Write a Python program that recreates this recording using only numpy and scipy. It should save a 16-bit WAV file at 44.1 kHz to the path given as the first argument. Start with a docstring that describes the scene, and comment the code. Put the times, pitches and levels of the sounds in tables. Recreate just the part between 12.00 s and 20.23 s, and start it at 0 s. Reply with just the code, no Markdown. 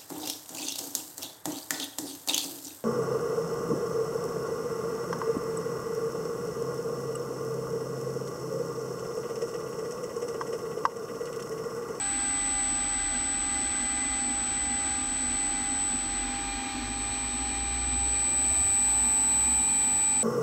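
"""On a workbench, a servo motor runs at 500 rpm, then ramps up to 1500 rpm. Its windings sing at the
drive's switching frequency, with modulation sidebands that spread as the speed rises, and the whine
of magnets passing slots climbs with the shaft. A cooling fan adds blade-pass tones and a steady rush
of air, a low drone wanders in pitch, and one faint double click sounds just before the ramp.
Levels and colour shift as a hand-held microphone moves along the motor."""
import sys
import numpy as np
from scipy.fft import rfft, irfft, next_fast_len
from scipy.io import wavfile
from scipy.ndimage import map_coordinates

SR = 44100
rng = np.random.default_rng(int(sys.argv[2]) if len(sys.argv) > 2 else 0)


def transcribe(signal):
    """Save signal, clipped to [-1, 1], as a 16-bit WAV file at the path in sys.argv[1]."""
    frames = np.atleast_2d(signal).T
    limited = np.clip(frames, -1, 1)
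    pcm = np.round(limited * 32767).astype(np.int16)
    wavfile.write(sys.argv[1], SR, pcm)


N = 362943
T = np.arange(N) / SR
SWITCH_HZ, POLE_PAIRS = 8000.2, 4

# Levels are relative; a spectrum gives level per unit bandwidth.
# microphone path: t/s, place (0 at point A, 1 at point B)
MIC_PATH = [(0, 0.043), (2, 0), (3.65, 0.3), (4.25, 0.48), (4.55, 0.98), (8.23, 0.91)]
# wandering drone: t/s, f/Hz, level/dB, octave level/dB
DRONE_PATH = [(0, 41.4, -62, -65), (0.3, 39.5, -60, -66), (0.5, 38.94, -48, -57.5), (1.0, 36.45, -46, -53),
              (1.5, 35.25, -49, -50), (1.65, 33.3, -57, -64), (1.95, 30.13, -55, -50),
              (2.25, 27.8, -63, -50), (2.55, 29.94, -63, -48), (2.9, 32.86, -62, -57),
              (3.1, 34.06, -48.5, -51), (3.55, 37.2, -45, -56), (3.75, 39.05, -55, -57),
              (4.25, 45.2, -40.5, -51.5), (4.4, 46.6, -50, -57), (4.55, 48.1, -41, -64),
              (4.67, 49.1, -55, -60), (4.8, 51.4, -44, -54), (5.15, 55, -42, -53), (5.45, 58.2, -41, -56),
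              (5.9, 61.5, -35.5, -64), (6.15, 61.6, -41, -61), (6.26, 61.6, -48, -64),
              (6.42, 65.1, -43.5, -62), (6.62, 67.7, -42, -63), (6.75, 61.4, -50, -61),
              (6.92, 56, -41, -62), (7.15, 59.3, -50, -59), (7.3, 60.9, -45.5, -62), (7.58, 62.2, -41, -62),
              (7.8, 62, -67, -72)]
# the two onsets of the click: t/s, level/dB
CLICKS = [(5.744, -48), (5.748, -45)]

# spectrum of the hiss: f/Hz, level/dB
HISS_SPECTRUM = [(5000, -20), (8500, -1), (9600, -3), (10400, -6), (11900, 0), (13600, -4), (14600, -13),
                 (15800, -24)]
# envelope of the hiss: t/s, level/dB
HISS_ENVELOPE = [(0, -4), (1, -4.5), (2.4, -1), (4.1, -0.5), (4.5, 1), (5.8, 0.5), (6.6, -5), (8.23, -5)]
# brief swells of the low roar: t/s, f/Hz, level/dB
ROAR_SWELLS = [(0.5, 269, -42.5), (1.48, 244, -45), (1.86, 244, -44), (1.96, 250, -43.5), (2.09, 274, -44),
               (2.27, 244, -43.5), (2.43, 244, -45), (2.73, 247, -45), (3.2, 258, -42), (3.27, 247, -39.5),
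               (3.56, 250, -45), (3.73, 258, -42), (3.94, 244, -39.5), (4.27, 258, -43), (4.62, 256, -43),
               (4.78, 250, -43), (4.91, 242, -42.5), (5.36, 247, -41), (5.42, 269, -43), (6.04, 247, -44),
               (6.38, 272, -43), (7.07, 244, -39.5), (7.18, 261, -44), (7.3, 275, -45), (7.49, 247, -43),
               (7.6, 243, -45), (7.88, 245, -45), (8.15, 245, -44.5)]
# spectrum of the air's hollow roar and the room's rumble: f/Hz, level/dB
ROAR_SPECTRUM = [(15, -37), (25, -20), (45, -5.5), (64, -6), (85, -8.5), (120, -13), (165, -18), (217, -14),
                 (247, 1.5), (275, -4), (330, -8.5), (390, -15.5), (450, -51), (900, -77)]
# spectrum of the rushing air: f/Hz, level at A/dB, level at B/dB
RUSH_SPECTRUM = [(147, -27.5, -32), (385, -4, -4), (553, 0, 0), (610, -1.5, 2), (730, 1.5, -0.5),
                 (850, -2, 2), (1080, -1.5, 2), (1210, 2.5, 4), (1420, -1, 1.5), (1560, 5, 1),
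                 (1820, -4, 2.5), (1950, 4, 1), (2080, 0, 1.5), (2430, 1, 5), (2680, -2.5, -2),
                 (2800, -1, 2), (2830, -6.5, 0.5), (3066, -2, -1.5), (3220, 1.5, 1), (3450, 1.5, -2),
                 (3550, -1, -2.5), (3820, -2, 2.5), (4360, -0.5, 2.3), (4690, -7, -5.5), (6080, -8, -6.5),
                 (6870, -10.5, -11.5), (7550, -19, -13), (8500, -44.5, -34.5), (15800, -59.5, -62)]
# envelope of rush and roar together: t/s, level/dB
AIR_ENVELOPE = [(0, 0), (2, 0.45), (4.7, 0.26), (6.8, -1.16), (8.23, -1.45)]

# blade-pass frequency: t/s, f/Hz
BLADE_PASS = [(0, 400.8), (1.9, 402.1), (2.7, 401.1), (3.7, 401.8), (4.55, 400.3), (5, 400.9), (6.7, 400.4),
              (8.23, 401)]
# blade harmonics 2 (the strongest) to 6 along the microphone's path: t/s, level/dB
BLADE_2 = [(0, -44.5), (0.37, -43), (0.85, -44), (1.6, -42), (1.73, -44.5), (2.2, -41.5), (2.6, -44),
           (2.82, -41), (3.25, -46.5), (3.5, -41.5), (3.8, -43.5), (4.4, -41.5), (4.8, -41), (5.1, -44),
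           (5.45, -43.5), (6.6, -43), (7.5, -44.5), (8.23, -43.5)]
BLADE_3 = [(0, -54.5), (0.72, -52), (1.15, -57.5), (1.5, -50.5), (1.95, -53), (2.3, -63), (2.7, -59),
           (2.98, -51), (3.5, -62), (3.7, -57), (4.3, -57.5), (4.65, -51), (4.85, -57), (5.5, -58),
           (5.85, -53.5), (6.5, -56.5), (7.3, -57), (7.5, -60), (8.23, -63)]
BLADE_4 = [(0, -50), (0.2, -47.5), (0.35, -53.5), (0.9, -55.5), (1.8, -50.5), (2.3, -57.5), (2.85, -51.5),
           (3.3, -55), (4.55, -55), (5.1, -65), (6, -60.5), (7.1, -56), (7.45, -58), (7.6, -64),
           (8.23, -59)]
BLADE_5 = [(0, -53), (0.2, -47.5), (0.6, -47), (0.75, -53), (1.0, -48), (1.7, -48.5), (2.02, -44),
           (2.3, -49.5), (2.47, -57), (2.6, -46.5), (2.83, -47.5), (3.03, -57), (3.35, -49.5), (3.7, -49),
           (3.95, -59), (4.25, -48), (4.42, -61), (4.6, -51), (4.8, -65), (8.23, -68)]
BLADE_6 = [(0, -58), (0.6, -61), (2.1, -55), (3.2, -63), (3.9, -62), (4.35, -55), (4.52, -46), (4.9, -51),
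           (5.9, -50.5), (6.4, -48.3), (7.07, -48.3), (7.22, -54), (7.35, -47), (7.65, -47.5),
           (8.23, -47.5)]
# weak blade harmonics 1, 7 and 8: level at A/dB, level at B/dB
WEAK_BLADE_LEVELS = [(-62, -56), (-62, -67.5), (-67, -61.5)]
# faint fan tones: multiple of the blade-pass frequency, level at A/dB, level at B/dB
FAINT_FAN_TONES = [(1.6, -66, -64), (2.35, -70, -62), (4.8, -72, -61), (5.8, -65, -68), (11, -72, -65)]

# rotation frequency of the shaft: t/s, f/Hz
SHAFT_SPEED = [(0, 25 / 3), (5.83, 25 / 3), (6.895, 25), (8.23, 25)]
# magnetic hum and slot whine at full speed: multiple of the shaft frequency, level/dB
ROTOR_ORDERS = [(4, -56), (8, -56), (33, -63), (34, -56.5), (35, -46), (36, -53), (37, -61)]
# frequency response of housing and room: f/Hz, gain/dB
HOUSING_RESPONSE = [(33, -3.5), (68, -2.5), (78, 13.5), (90, 10), (100, 0.5), (115, 8), (140, 5), (165, 0),
                    (180, -7), (200, 1), (300, 2), (380, 1), (420, 0), (465, -0.5), (500, -13), (550, -3),
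                    (585, -4), (620, -4), (700, -1), (745, -3), (815, -1), (850, -0.5)]
# switching tone at the moving microphone: t/s, level/dB
CARRIER_ENVELOPE = [(0.0, -30), (0.66, -28.5), (0.92, -30), (2.86, -30), (3.03, -31.3), (3.44, -29),
                    (3.62, -31.3), (3.85, -28.5), (3.97, -30.5), (4.06, -33), (4.2, -31), (4.26, -35),
                    (4.42, -35), (4.79, -40), (5.02, -33), (5.75, -32), (6.05, -28), (6.72, -24),
                    (8.23, -25)]
# narrow band of noise round the switching tone: offset f/Hz, level/dB
SKIRT_SPECTRUM = [(3, 2.5), (25, -1.5), (60, -7.5), (120, -12), (250, -18.5), (400, -41), (900, -70)]
# lower and upper sideband at idle speed: level at A/dB, level at B/dB
LOWER_SIDEBAND = (-47.5, -59.5)
UPPER_SIDEBAND = (-53.5, -55.5)
# switching products: carrier multiple, offset in multiples of the field frequency,
# level re the carrier at full speed/dB, growth per e-fold of speed/dB
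SWITCHING_PRODUCTS = [(1, -8, -47, 10), (1, 8, -48, 10), (2, -4, -46.5, -11), (2, -6, -43.5, 5),
                      (2, -10, -49, 14), (4, -2, -34.5, 6), (4, 2, -37.5, 5), (4, 0, -53, 0),
                      (4, -4, -50, 10), (4, -6, -52, 10), (4, 6, -53, 10)]
# spectrum of the sizzle round the folded products: f/Hz, level/dB
SIZZLE_SPECTRUM = [(9500, -61), (11200, -10), (12050, 2.5), (12800, -8), (15000, -45.5)]


def amp(db):
    """The decibel law: amplitude grows tenfold every 20 dB."""
    return 10 ** (np.asarray(db) / 20)


def curves(rows):
    """Linear interpolation in time: one curve for each column after the first."""
    times, *columns = np.transpose(rows)
    return [np.interp(T, times, column) for column in columns]


def at_place(place, a_db, b_db):
    """Linear interpolation of a level between points A and B."""
    return a_db + place * (b_db - a_db)


def wobble(rate):
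    """Smooth random fluctuation: a spline through `rate` Gaussian values a second."""
    return map_coordinates(rng.standard_normal(int(N * rate / SR) + 4), [T * rate])


def tone(hz):
    """Phase is the integral of frequency: a sine of rms 1 that follows hz."""
    return np.sqrt(2) * np.sin(2 * np.pi * (np.cumsum(hz) / SR + rng.random()))


def noise(hz, db, ripple_db=0):
    """Spectral shaping of white noise, to rms 1; random ripple stands for near reflections."""
    size = next_fast_len(N + 8192)
    f = np.fft.rfftfreq(size, 1 / SR)
    ripple = map_coordinates(rng.standard_normal(1024), [f / 30])
    gain = amp(np.interp(np.log(f + 1), np.log(hz), db) + ripple_db * ripple)
    shaped = irfft(rfft(rng.standard_normal(size)) * gain, size)[:N]
    return shaped / np.sqrt(np.mean(shaped ** 2) + 1e-20)


def drone():
    """Slow frequency and amplitude modulation: a deep hum and its unsteady octave wander and boom."""
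    hz, hum_db, octave_db = curves(DRONE_PATH)
    hum = amp(hum_db + wobble(8.8)) * tone(hz)
    octave = amp(octave_db + 2 * wobble(8.6)) * tone(2 * hz + 2.2 * wobble(13))
    return hum + octave


def double_click(t60_s=0.008):
    """Exponential decay: two abrupt bursts of bright noise make a tiny click."""
    envelope = sum(amp(db - 60 * np.abs(T - onset) / t60_s) * (T >= onset) for onset, db in CLICKS)
    return envelope * noise(hz=[1500, 5000, 14000, 17000], db=[-30, 0, -3, -20])


def hiss(level_db=-66):
    """Band-limited noise: a fine, airy hiss above the rush."""
    envelope_db, = curves(HISS_ENVELOPE)
    return amp(level_db + envelope_db) * noise(*np.transpose(HISS_SPECTRUM))


def roar_swells(sigma_s=0.031, waver_hz=4):
    """Gaussian tone bursts: the low roar swells briefly now and then, near 250 Hz."""
    waver = waver_hz * wobble(30)
    return sum(amp(db) * np.exp(-0.5 * ((T - peak_s) / sigma_s) ** 2) * tone(hz + waver)
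               for peak_s, hz, db in ROAR_SWELLS)


def airflow(place):
    """Broadband flow noise: the fan's rush, crossfaded in power from A to B, over a hollow roar."""
    hz, a_db, b_db = np.transpose(RUSH_SPECTRUM)
    rush_a = amp(-41) * np.sqrt(1 - place) * noise(hz, a_db, ripple_db=2)
    rush_b = amp(-40.5) * np.sqrt(place) * noise(hz, b_db, ripple_db=2)
    roar = amp(-42.5 + 0.33 * wobble(12)) * noise(*np.transpose(ROAR_SPECTRUM))
    rush = (rush_a + rush_b) * amp(0.42 * wobble(6))
    envelope_db, = curves(AIR_ENVELOPE)
    return amp(envelope_db) * (rush + roar)


def fan_blades(place, jitter_hz=0.2, roughness=0.13, haze=0.22):
    """Periodic blade passage radiates a harmonic series, which the turbulent inflow modulates."""
    blade_hz, = curves(BLADE_PASS)
    second_db = curves(BLADE_2)[0] + 0.5 * wobble(8)
    out = amp(second_db) * tone(2 * blade_hz) * (1 + 0.12 * wobble(22))
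    # the other harmonics each lie in a narrow haze of noise
    levels = [curves(rows)[0] for rows in (BLADE_3, BLADE_4, BLADE_5, BLADE_6)]
    levels += [at_place(place, *pair) for pair in WEAK_BLADE_LEVELS]
    for harmonic, harmonic_db in zip((3, 4, 5, 6, 1, 7, 8), levels):
        hz = harmonic * (blade_hz + jitter_hz * wobble(12))
        gain = amp(harmonic_db + 0.25 + 0.2 * wobble(3.2))
        partial = tone(hz) * (1 + roughness * wobble(30))
        out += gain * (partial + haze * tone(hz) * wobble(150))
    for multiple, a_db, b_db in FAINT_FAN_TONES:
        out += amp(at_place(place, a_db, b_db)) * tone(multiple * blade_hz) * (1 + 0.3 * wobble(18))
    return out


def rotor(shaft_hz, whine_growth_db=11, hum_growth_db=3, roughness=0.079, level_db=-1):
    """Forced vibration: magnets passing slots hum and whine at multiples of the shaft frequency."""
    angle = 2 * np.pi * np.cumsum(shaft_hz) / SR
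    log_speed = np.log(shaft_hz / shaft_hz.max())
    out = np.zeros(N)
    for order, db in ROTOR_ORDERS:
        growth_db = hum_growth_db if order <= 2 * POLE_PAIRS else whine_growth_db
        # each order swells and fades as it sweeps through the resonances
        response_db = np.interp(order * shaft_hz, *np.transpose(HOUSING_RESPONSE))
        # neighbouring orders are locked in phase, so they beat once a turn
        partial = np.sqrt(2) * np.cos(order * angle) * (1 + roughness * wobble(25))
        out += amp(db + growth_db * log_speed + response_db) * partial
    return amp(level_db) * out


def windings(shaft_hz, place, grit=0.045, sideband_growth_db=7):
    """Modulation: windings sing at the switching frequency; the turning field adds sidebands."""
    field_hz = POLE_PAIRS * shaft_hz
    field_phase = 2 * np.pi * np.cumsum(field_hz) / SR
    carrier_hz = np.full(N, SWITCH_HZ)
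    carrier_phase = 2 * np.pi * SWITCH_HZ * T
    carrier_db, = curves(CARRIER_ENVELOPE)
    # a narrow band of noise roughens the high 8 kHz tone
    skirt = grit * sum(noise(*np.transpose(SKIRT_SPECTRUM)) * tone(carrier_hz) for _ in range(2))
    # a slightly eccentric rotor makes it throb once and twice a turn
    throb = 1 + 0.014 * tone(shaft_hz) + 0.027 * tone(2 * shaft_hz) + 0.025 * wobble(21)
    out = amp(carrier_db - 0.28) * (np.sqrt(2) * np.sin(carrier_phase) * throb + skirt)
    # sidebands a quarter cycle apart swing the tone in both amplitude and phase
    rise_db = sideband_growth_db * np.log(shaft_hz / shaft_hz.min())
    lower_db = at_place(place, *LOWER_SIDEBAND) + rise_db - 3 * wobble(2)
    upper_db = at_place(place, *UPPER_SIDEBAND) + rise_db - 3 * wobble(2)
    lower = amp(lower_db) * np.sin(carrier_phase - 2 * field_phase)
    upper = amp(upper_db) * np.cos(carrier_phase + 2 * field_phase)
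    out += np.sqrt(2) * (lower + upper) * (1 + 0.21 * wobble(44))
    # more speed needs more voltage, so most products grow; those above SR / 2 fold to about 12 kHz
    log_speed = np.log(shaft_hz / shaft_hz.max())
    for multiple, offset, db, growth_db in SWITCHING_PRODUCTS:
        gain = amp(carrier_db - 1 + db + growth_db * log_speed)
        out += gain * tone(multiple * carrier_hz + offset * field_hz) * (1 + 0.22 * wobble(90))
    # the many weaker products blend into a sizzle
    sizzle = amp(carrier_db - 42 + 4 * log_speed) * noise(*np.transpose(SIZZLE_SPECTRUM))
    return out + sizzle


def scene():
    """Superposition: motor, fan, drone and click add at one moving microphone."""
    shaft_hz, = curves(SHAFT_SPEED)
    place, = curves(MIC_PATH)
    motor = windings(shaft_hz, place) + rotor(shaft_hz)
    fan = fan_blades(place) + airflow(place) + hiss() + roar_swells()
    return (motor + fan + drone() + double_click())[None]


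def record(dry, cutoff_hz=15760):
    """Ideal low-pass filtering: nothing above the cutoff remains."""
    size = next_fast_len(N + 8192)
    passband = np.fft.rfftfreq(size, 1 / SR) < cutoff_hz
    return irfft(rfft(dry, size) * passband, size)[..., :N]


dry = scene()
out = record(dry)
transcribe(out)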